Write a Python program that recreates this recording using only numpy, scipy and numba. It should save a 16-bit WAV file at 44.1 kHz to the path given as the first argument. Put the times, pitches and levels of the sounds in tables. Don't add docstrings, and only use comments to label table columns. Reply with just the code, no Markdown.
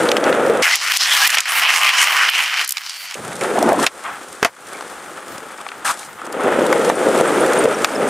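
import sys
import numpy as np
from scipy import signal
from scipy.fft import rfft, irfft, next_fast_len
from scipy.io import wavfile
from scipy.ndimage import uniform_filter1d
from numba import njit

SR = 44100
rng = np.random.default_rng(int(sys.argv[2]) if len(sys.argv) > 2 else 0)


def log_audio(samples):
    frames = np.atleast_2d(samples).T
    limited = np.clip(frames, -1, 1)
    pcm = np.round(limited * 32767).astype(np.int16)
    wavfile.write(sys.argv[1], SR, pcm)


N = 356769


def from_db(db):
    return 10 ** (np.asarray(db) / 20)


def rms_one(x):
    return x / np.sqrt(np.mean(x ** 2) + 1e-20)


def colour(x, spectrum):
    size = next_fast_len(N + 8192)
    hz = np.maximum(np.fft.rfftfreq(size, 1 / SR), 1)
    point_hz, point_db = np.transpose(spectrum)
    gain_db = np.interp(np.log(hz), np.log(point_hz), point_db)
    cepstrum = irfft(np.log(from_db(gain_db)), size)
    cepstrum[1:size // 2] *= 2
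    cepstrum[size // 2 + 1:] = 0
    response = np.exp(rfft(cepstrum))
    return irfft(rfft(x, size) * response, size)[..., :N]


def drift(rate_hz):
    r = np.exp(-2 * np.pi * rate_hz / SR)
    noise = rng.standard_normal(N + SR)
    settled = signal.lfilter([1], [1, -2 * r, r * r], noise)[SR:]
    return rms_one(settled)


def in_time(rows):
    s, value = np.transpose(rows)
    return np.interp(np.arange(N) / SR, s, value)


def spells(rows):
    edge_db = -8.5
    gap_db_s = 398
    t, power = np.arange(N) / SR, 1e-12
    for start, stop, rise, fall, *levels_db in rows:
        rising = np.clip(1 - (t - start) / max(rise, 1e-3), 0, 1)
        falling = np.clip((t - stop) / max(fall, 1e-3), 0, 1)
        outside = 10 * np.maximum(start - t, 0) + np.maximum(t - stop - fall, 0)
        shape = from_db(edge_db * (rising + falling) - gap_db_s * outside)
        power = power + np.outer(from_db(levels_db), shape) ** 2
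    return np.sqrt(power)


def thin():
    # start_s, stop_s
    stretch = (.62, 3.155)
    t = np.arange(N) / SR
    inside = (t > stretch[0]) & (t < stretch[1])
    return uniform_filter1d(1. * inside, size=90)


def add_at(out, start_s, sound):
    out[round(start_s * SR):][:len(sound)] += sound


def grit(per_s, uneven_db, smooth, lumpy_db):
    sizes = from_db(uneven_db * np.minimum(rng.exponential(1, N), 4.2))
    signs = rng.choice([-1, 1], N)
    struck = rng.random(N) < per_s / SR
    grains = rms_one(sizes * signs * struck)
    share = np.clip(smooth, 0, 1)
    rub = np.sqrt(1 - share) * grains + np.sqrt(share) * rng.standard_normal(N)
    return rub * from_db(lumpy_db * drift(22.0))


def rattle():
    per_s, decay_s, lift_db = 45.0, 0.0022, 2.5
    impulses = (rng.random(N) < per_s / SR) * rng.exponential(1, N)
    r = np.exp(-1 / (decay_s * SR))
    flares = signal.lfilter([1], [1, -r], impulses + 1e-18)
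    return rms_one(1 + from_db(lift_db) * flares)


def rolling():
    # time_s,
    # level_db
    deck_levels = [(0, -15.5), (.61, -18), (3.165, -35), (3.4, -32), (3.42, -23), (3.54, -23),
                   (3.57, -21.5), (3.84, -20.5), (3.88, -44), (4.58, -41), (4.8, -38), (6.19, -45),
                   (6.25, -37.5), (6.45, -17.5), (7.66, -13.5), (7.76, -21), (8.09, -18.5)]
    # start_s, stop_s, rise_s, fall_s, rattle_db, hiss_db
    scuffs = [(3.41, 3.45, .008, 0.0091, -25.5, -35), (3.78, 3.845, 0.013, 0.0035, -23, -26.5),
              (4.035, 4.085, 0.019, 0.086, -26.5, -64), (5.848, 5.915, 0.0023, 0.01, -19, -22),
              (5.96, 6.06, 0.012, 0.022, -62, -37.5), (7.78, 7.93, 0.055, 0.041, -23, -31)]
    # time_s, offset_db
    brightness = [(0, 3), (.25, -3), (.61, -3.5), (3.165, 1.5), (4.6, 0.5), (5.8, -3.5), (6.3, -7),
                  (6.9, 3.5), (7.7, 1), (8.09, -0.5)]
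    # frequency_hz, density_db (per Hz)
    deck_spectrum = [(70, -38.5), (130, -17), (301, -2.5), (420, 1), (519, 2.5), (700, -8.5), (1100, -22),
                     (2200, -120)]
    # frequency_hz, density_db (per Hz)
    truck_spectrum = [(470, -17), (800, 3), (966, 0), (1310, 6), (1610, 1.5), (2200, -5), (3400, -13.5),
                      (5200, -53)]
    # frequency_hz, density_db (per Hz)
    hiss_spectrum = [(1880, -29), (3500, -6), (5600, -6.5), (8970, -2), (15500, -25.5)]
    near_db = -15
    trucks_near_db, trucks_follow = -21, 0.59
    hiss_near_db, hiss_follow = -33, 0.34
    turn_s, turn_repeat = .040, .3

    deck_db = in_time(deck_levels)
    swing_db = deck_db - near_db
    scuff_rattle, scuff_hiss = spells(scuffs)
    truck_level = np.hypot(from_db(trucks_near_db + trucks_follow * swing_db), scuff_rattle)
    hiss_db = hiss_near_db + in_time(brightness) + hiss_follow * swing_db
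    hiss_level = np.hypot(from_db(hiss_db), scuff_hiss)

    bumps = grit(per_s=350.0, uneven_db=3.0, smooth=0.37, lumpy_db=2.5)
    force = 0.35 * bumps + grit(per_s=1200.0, uneven_db=2.0, smooth=0.58, lumpy_db=2.0)
    turn = round(turn_s * SR)
    turns = np.resize(force + 1.84 * bumps, (N // turn + 1, turn))
    returning = signal.lfilter([1], [1, -turn_repeat], turns, axis=0).ravel()[:N]
    rub = (force + 1.1 * rng.standard_normal(N)) * rattle()

    deck = from_db(deck_db) * rms_one(colour(returning, deck_spectrum))
    trucks = truck_level * rms_one(colour(force, truck_spectrum))
    hiss = hiss_level * rms_one(colour(rub, hiss_spectrum))
    return (deck + trucks + hiss) * (1 - thin())


@njit
def resonate(x, hz, width_hz, sr):
    y, r = np.zeros(len(x)), np.exp(-np.pi * width_hz / sr)
    for i in range(2, len(x)):
        drive = (1 - r * r) / 2 * (x[i] - x[i - 2])
        y[i] = drive + 2 * r * np.cos(2 * np.pi * hz[i] / sr) * y[i - 1] - r * r * y[i - 2]
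    return y


def rings():
    # start_s, stop_s, from_hz, to_hz, width_hz, level_db
    ring_rows = [(0, .62, 523, 520, 110, -22.5), (.62, .76, 2030, 2000, 250, -19.5),
                 (1.0, 1.21, 1830, 1760, 400, -19), (1.0, 1.21, 3350, 3260, 404, -19),
                 (1.21, 1.285, 1500, 2050, 60, -17), (1.245, 1.285, 2350, 2550, 80, -19),
                 (1.47, 1.61, 9500, 10000, 1800, -27), (1.66, 2.5, 2850, 2960, 260, -21),
                 (2.87, 3.12, 4680, 4460, 200, -39.5), (3.16, 3.5, 144, 145, 83, -39),
                 (3.54, 3.8, 680, 740, 340, -18.5), (3.55, 3.86, 268, 252, 118, -20.5),
                 (4.735, 4.8, 2300, 2200, 198, -39.5), (5.888, 5.918, 1030, 1040, 200, -20)]
    out, force = np.zeros(N), grit(per_s=2000.0, uneven_db=2.5, smooth=1.0, lumpy_db=3.5)
    for k, (start, stop, from_hz, to_hz, width_hz, db) in enumerate(ring_rows):
        a, b = round(start * SR), round(stop * SR)
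        hz = np.linspace(from_hz, to_hz, b - a)
        part = np.roll(force, k * SR // 2)[a:b]
        once = resonate(part, hz, 1.5 * width_hz, SR)
        ring = resonate(once, hz, 1.5 * width_hz, SR)
        out[a:b] += from_db(db) * rms_one(ring) * signal.windows.tukey(b - a, .35)
    return out


def wind():
    # frequency_hz, density_db (per Hz)
    wind_spectrum = [(40, -4), (90, 17.5), (200, 20.5), (400, 2)]
    level_db, thin_drop_db = -51.5, 11.0
    shared, left, right = rng.standard_normal((3, N))
    ports = 1.2 * shared + np.array([left, right])
    puffs = colour(ports, wind_spectrum) * from_db(6.0 * drift(8.0))
    return from_db(level_db - thin_drop_db * thin()) * rms_one(puffs)


def ticks():
    # start_s, peak_db, centre_hz
    tick_rows = [(0.0888, -4.5, 3000), (0.24, -7.5, 3700), (0.326, -6, 1520), (0.756, -2, 7800),
                 (0.971, 2.5, 6300), (0.9807, -6, 6000), (1.274, 4, 8400), (1.3027, 3.5, 6800),
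                 (1.351, -2, 8000), (1.371, 2, 2540), (1.384, 5.5, 3400), (1.404, 6.5, 5860),
                 (2.298, -3.5, 9100), (2.646, -10.5, 7000), (2.676, -10, 9600), (2.691, -5.5, 9000),
                 (2.707, -7, 9050), (2.721, -6, 9500), (2.7696, -6, 3100), (2.7806, -10.5, 3500),
                 (2.895, -16, 5200), (3.109, -15, 4500), (3.142, -15, 5500), (3.411, -14, 2010),
                 (3.626, -11.5, 7450), (3.69, -14, 6950), (3.729, -12, 8000), (4.808, -15, 990),
                 (4.824, -22, 1300), (5.38, -22, 5500), (5.665, -13, 1000), (5.688, -17, 2170),
                 (5.717, -19, 1490), (5.878, -11, 1980), (6.03, -24, 1800), (6.326, -20, 7100)]
    out, t = np.zeros(N + SR), np.arange(SR // 10) / SR
    shape = (1 - np.exp(-t / 0.00034)) * from_db(-60 * t / 0.019)
    draws = rng.standard_normal((len(tick_rows), len(t)))
    for (s, peak_db, hz), draw in zip(tick_rows, draws):
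        band = signal.butter(2, [hz / 2.1, min(hz * 1.54, .45 * SR)], "band", fs=SR)
        burst = signal.lfilter(*band, draw * shape)
        add_at(out, s, from_db(peak_db) * burst / np.abs(burst).max())
    return out[:N]


def slams():
    # start_s, body_db, crack_db, t60_s (of the body)
    slam_rows = [(0.1168, -4, -2.5, 0.017), (0.1673, -9, -7, 0.039), (3.8651, -5, -1, 0.05),
                 (4.4286, -1.5, -6, 0.066), (4.4476, 6, 2, 0.09), (6.7268, 1.5, -10.5, 0.041),
                 (6.8992, 2.5, -12, 0.043), (7.8451, 4, 0.5, 0.038)]
    # frequency_hz, gain_db
    body_spectrum = [(60, -17.5), (300, -7.5), (650, 2.5), (1400, 2), (4000, -11), (7000, -43.5)]
    # frequency_hz, gain_db
    crack_spectrum = [(500, -62), (1500, 1), (2500, 12.5), (12000, -13), (16000, -25)]
    body_lift_db = 5.5
    body, crack, t = np.zeros(N + SR), np.zeros(N + SR), np.arange(SR // 5) / SR
    draws = rng.standard_normal((len(slam_rows), len(t)))
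    for (s, body_db, crack_db, t60), draw in zip(slam_rows, draws):
        add_at(body, s, from_db(body_db - 60 * t / t60) * draw)
        add_at(crack, s, from_db(crack_db - 60 * t / (0.89 * t60)) * draw)
    return from_db(body_lift_db) * colour(body[:N], body_spectrum) + colour(crack[:N], crack_spectrum)


def knocks():
    # start_s, peak_db, pitch_hz
    knock_rows = [(0.298, -5, 500), (0.498, 0.5, 465), (3.557, -10, 675), (3.627, -5, 674), (3.72, -2, 667),
                  (3.730, -4, 600), (3.791, -5.5, 1030), (4.427, -7, 417), (4.453, 6, 683),
                  (5.853, -16, 1640), (6.217, -18, 1280), (6.397, -14, 1110), (7.642, -4, 446),
                  (7.676, -8.5, 507)]
    decay_cycles = 24.4
    out, t = np.zeros(N + SR), np.arange(SR // 10) / SR
    draws = rng.standard_normal((len(knock_rows), len(t)))
    for (s, peak_db, hz), draw in zip(knock_rows, draws):
        roughness = 0.11 * signal.lfilter([.3], [1, -.7], draw)
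        onset = 1 - np.exp(-2 * hz * t)
        decay = from_db(-60 * hz * t / decay_cycles)
        ring = (np.sin(2 * np.pi * hz * t) + roughness) * onset * decay
        add_at(out, s, from_db(peak_db) * ring / np.abs(ring).max())
    return out[:N]


def patchy(x, edges_hz, patchy_db, rate_hz):
    waver_db = patchy_db * drift(rate_hz)
    total = 0
    for k, edge in enumerate(zip(edges_hz, edges_hz[1:])):
        band = signal.sosfilt(signal.butter(2, edge, "band", fs=SR, output="sos"), x)
        total = total + (-1) ** k * band * from_db(np.roll(waver_db, k * SR))
    return rms_one(total)


def grinding():
    # start_s, stop_s, rise_s, fall_s, grind_db, sizzle_db
    grind_rows = [(.62, .755, 0.0036, 0.021, -16, -19.5), (.765, .89, 0.068, 0.046, -20, -24.5),
                  (.9, .92, 0.028, 0.008, -14, -15.5), (.925, .968, 0.011, 0.0052, -21, -20.5),
                  (.985, 1.21, 0.021, 0.024, -14.5, -17), (1.22, 1.277, 0.049, 0.0084, -10.5, -11),
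                  (1.29, 1.352, 0.061, 0.0051, -8, -11), (1.36, 1.395, 0.02, 0.01, -9, -17),
                  (1.41, 1.6, 0.12, 0.0092, -13, -16.5), (1.615, 2.298, 0.091, 0.0026, -9.5, -17),
                  (2.303, 2.43, 0.011, 0.066, -15, -21), (2.49, 2.615, 0.024, 0.042, -20, -23.5),
                  (2.68, 2.9, 0.34, 0.09, -29.5, -30.5), (2.92, 3.16, 0.11, 0.013, -33, -34)]
    # frequency_hz, density_db (per Hz)
    grind_spectrum = [(150, -51.5), (500, -31.5), (760, -19.5), (1200, -13.5), (2200, -8.5), (3050, -9.5),
                      (3300, -17), (5400, -59.5)]
    # frequency_hz, density_db (per Hz)
    sizzle_spectrum = [(2060, -26), (4100, 1.5), (5300, 3.5), (6800, -3), (10500, -9.5), (16000, -14.5)]
    grind_level, sizzle_level = spells(grind_rows)
    force = grit(per_s=2500.0, uneven_db=5.2, smooth=0.52, lumpy_db=1.2)
    force = patchy(force, np.geomspace(30, 18000, num=13), patchy_db=3.0, rate_hz=6.1)
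    grind = grind_level * rms_one(colour(force, grind_spectrum))
    sizzle = sizzle_level * rms_one(colour(force, sizzle_spectrum))
    return (grind + sizzle) * thin()


def hum():
    # time_s, turns_per_s
    turn_rates = [(1.75, 78), (2.05, 69.5), (2.31, 64)]
    # frequency_hz, level_db
    harmonic_levels = [(550, -47), (1200, -23), (1500, -49)]
    a, b = round(turn_rates[0][0] * SR), round(turn_rates[-1][0] * SR)
    per_s = in_time(turn_rates)[a:b]
    turns, out = np.cumsum(per_s) / SR, np.zeros(N)
    waver_db = 4.0 * drift(4.6)
    for k in range(8, 23):
        level_db = np.interp(k * per_s, *np.transpose(harmonic_levels))
        level_db = level_db + np.roll(waver_db, k * SR // 3)[a:b]
        out[a:b] += from_db(level_db) * np.sin(2 * np.pi * (k * turns + rng.random()))
    out[a:b] *= signal.windows.tukey(b - a, .2)
    return out


def squeaks(length_s=0.016, fall=0.11):
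    # start_s, peak_db, pitch_hz (middle)
    squeak_rows = [(6.95, -22, 9080), (7.271, -21, 8450), (7.4, -22.5, 9400), (7.585, -16, 8800),
                   (7.74, -28, 5700), (7.95, -23, 5270)]
    out, t = np.zeros(N + SR), np.arange(round(length_s * SR)) / SR
    for s, peak_db, hz in squeak_rows:
        cycles = hz * t * (1 + fall * (.5 - t / length_s / 2))
        add_at(out, s, from_db(peak_db) * np.hanning(len(t)) * np.sin(2 * np.pi * cycles))
    return out[:N]


def scene():
    # frequency_hz, side_minus_mid_db
    side_spectrum = [(60, -21), (5000, -16), (15000, -9.5)]
    # time_s, left_minus_right_db
    balance = [(0, 0.5), (2.7, -0.5), (5.5, 2), (8.09, 0.2)]
    mid = rolling() + grinding() + rings() + hum() + slams() + knocks() + ticks() + squeaks()
    side = colour(mid * drift(300.0), side_spectrum)
    ports = (mid + side * [[1], [-1]]) * from_db(in_time(balance) * [[.5], [-.5]])
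    low_cut = signal.butter(1, 50, "high", fs=SR, output="sos")
    return signal.sosfilt(low_cut, ports) + wind()


def record(dry):
    duck_above_db, recover_db_s, attack_s = -2, 51.5, 0.00069
    cutoff_hz = 16300
    peak_db = 20 * np.log10(np.abs(dry).max(0) + 1e-9)
    over_db = np.maximum(peak_db - duck_above_db, 0)
    climb_db = recover_db_s * np.arange(N) / SR
    held_db = np.maximum.accumulate(over_db + climb_db) - climb_db
    r = np.exp(-1 / (attack_s * SR))
    ducked = dry * from_db(-signal.lfilter([1 - r], [1, -r], held_db))
    treble_cut = signal.cheby2(16, 75, cutoff_hz, fs=SR, output="sos")
    return signal.sosfilt(treble_cut, np.clip(ducked, -1, 1))


dry = scene()
out = record(dry)
log_audio(out)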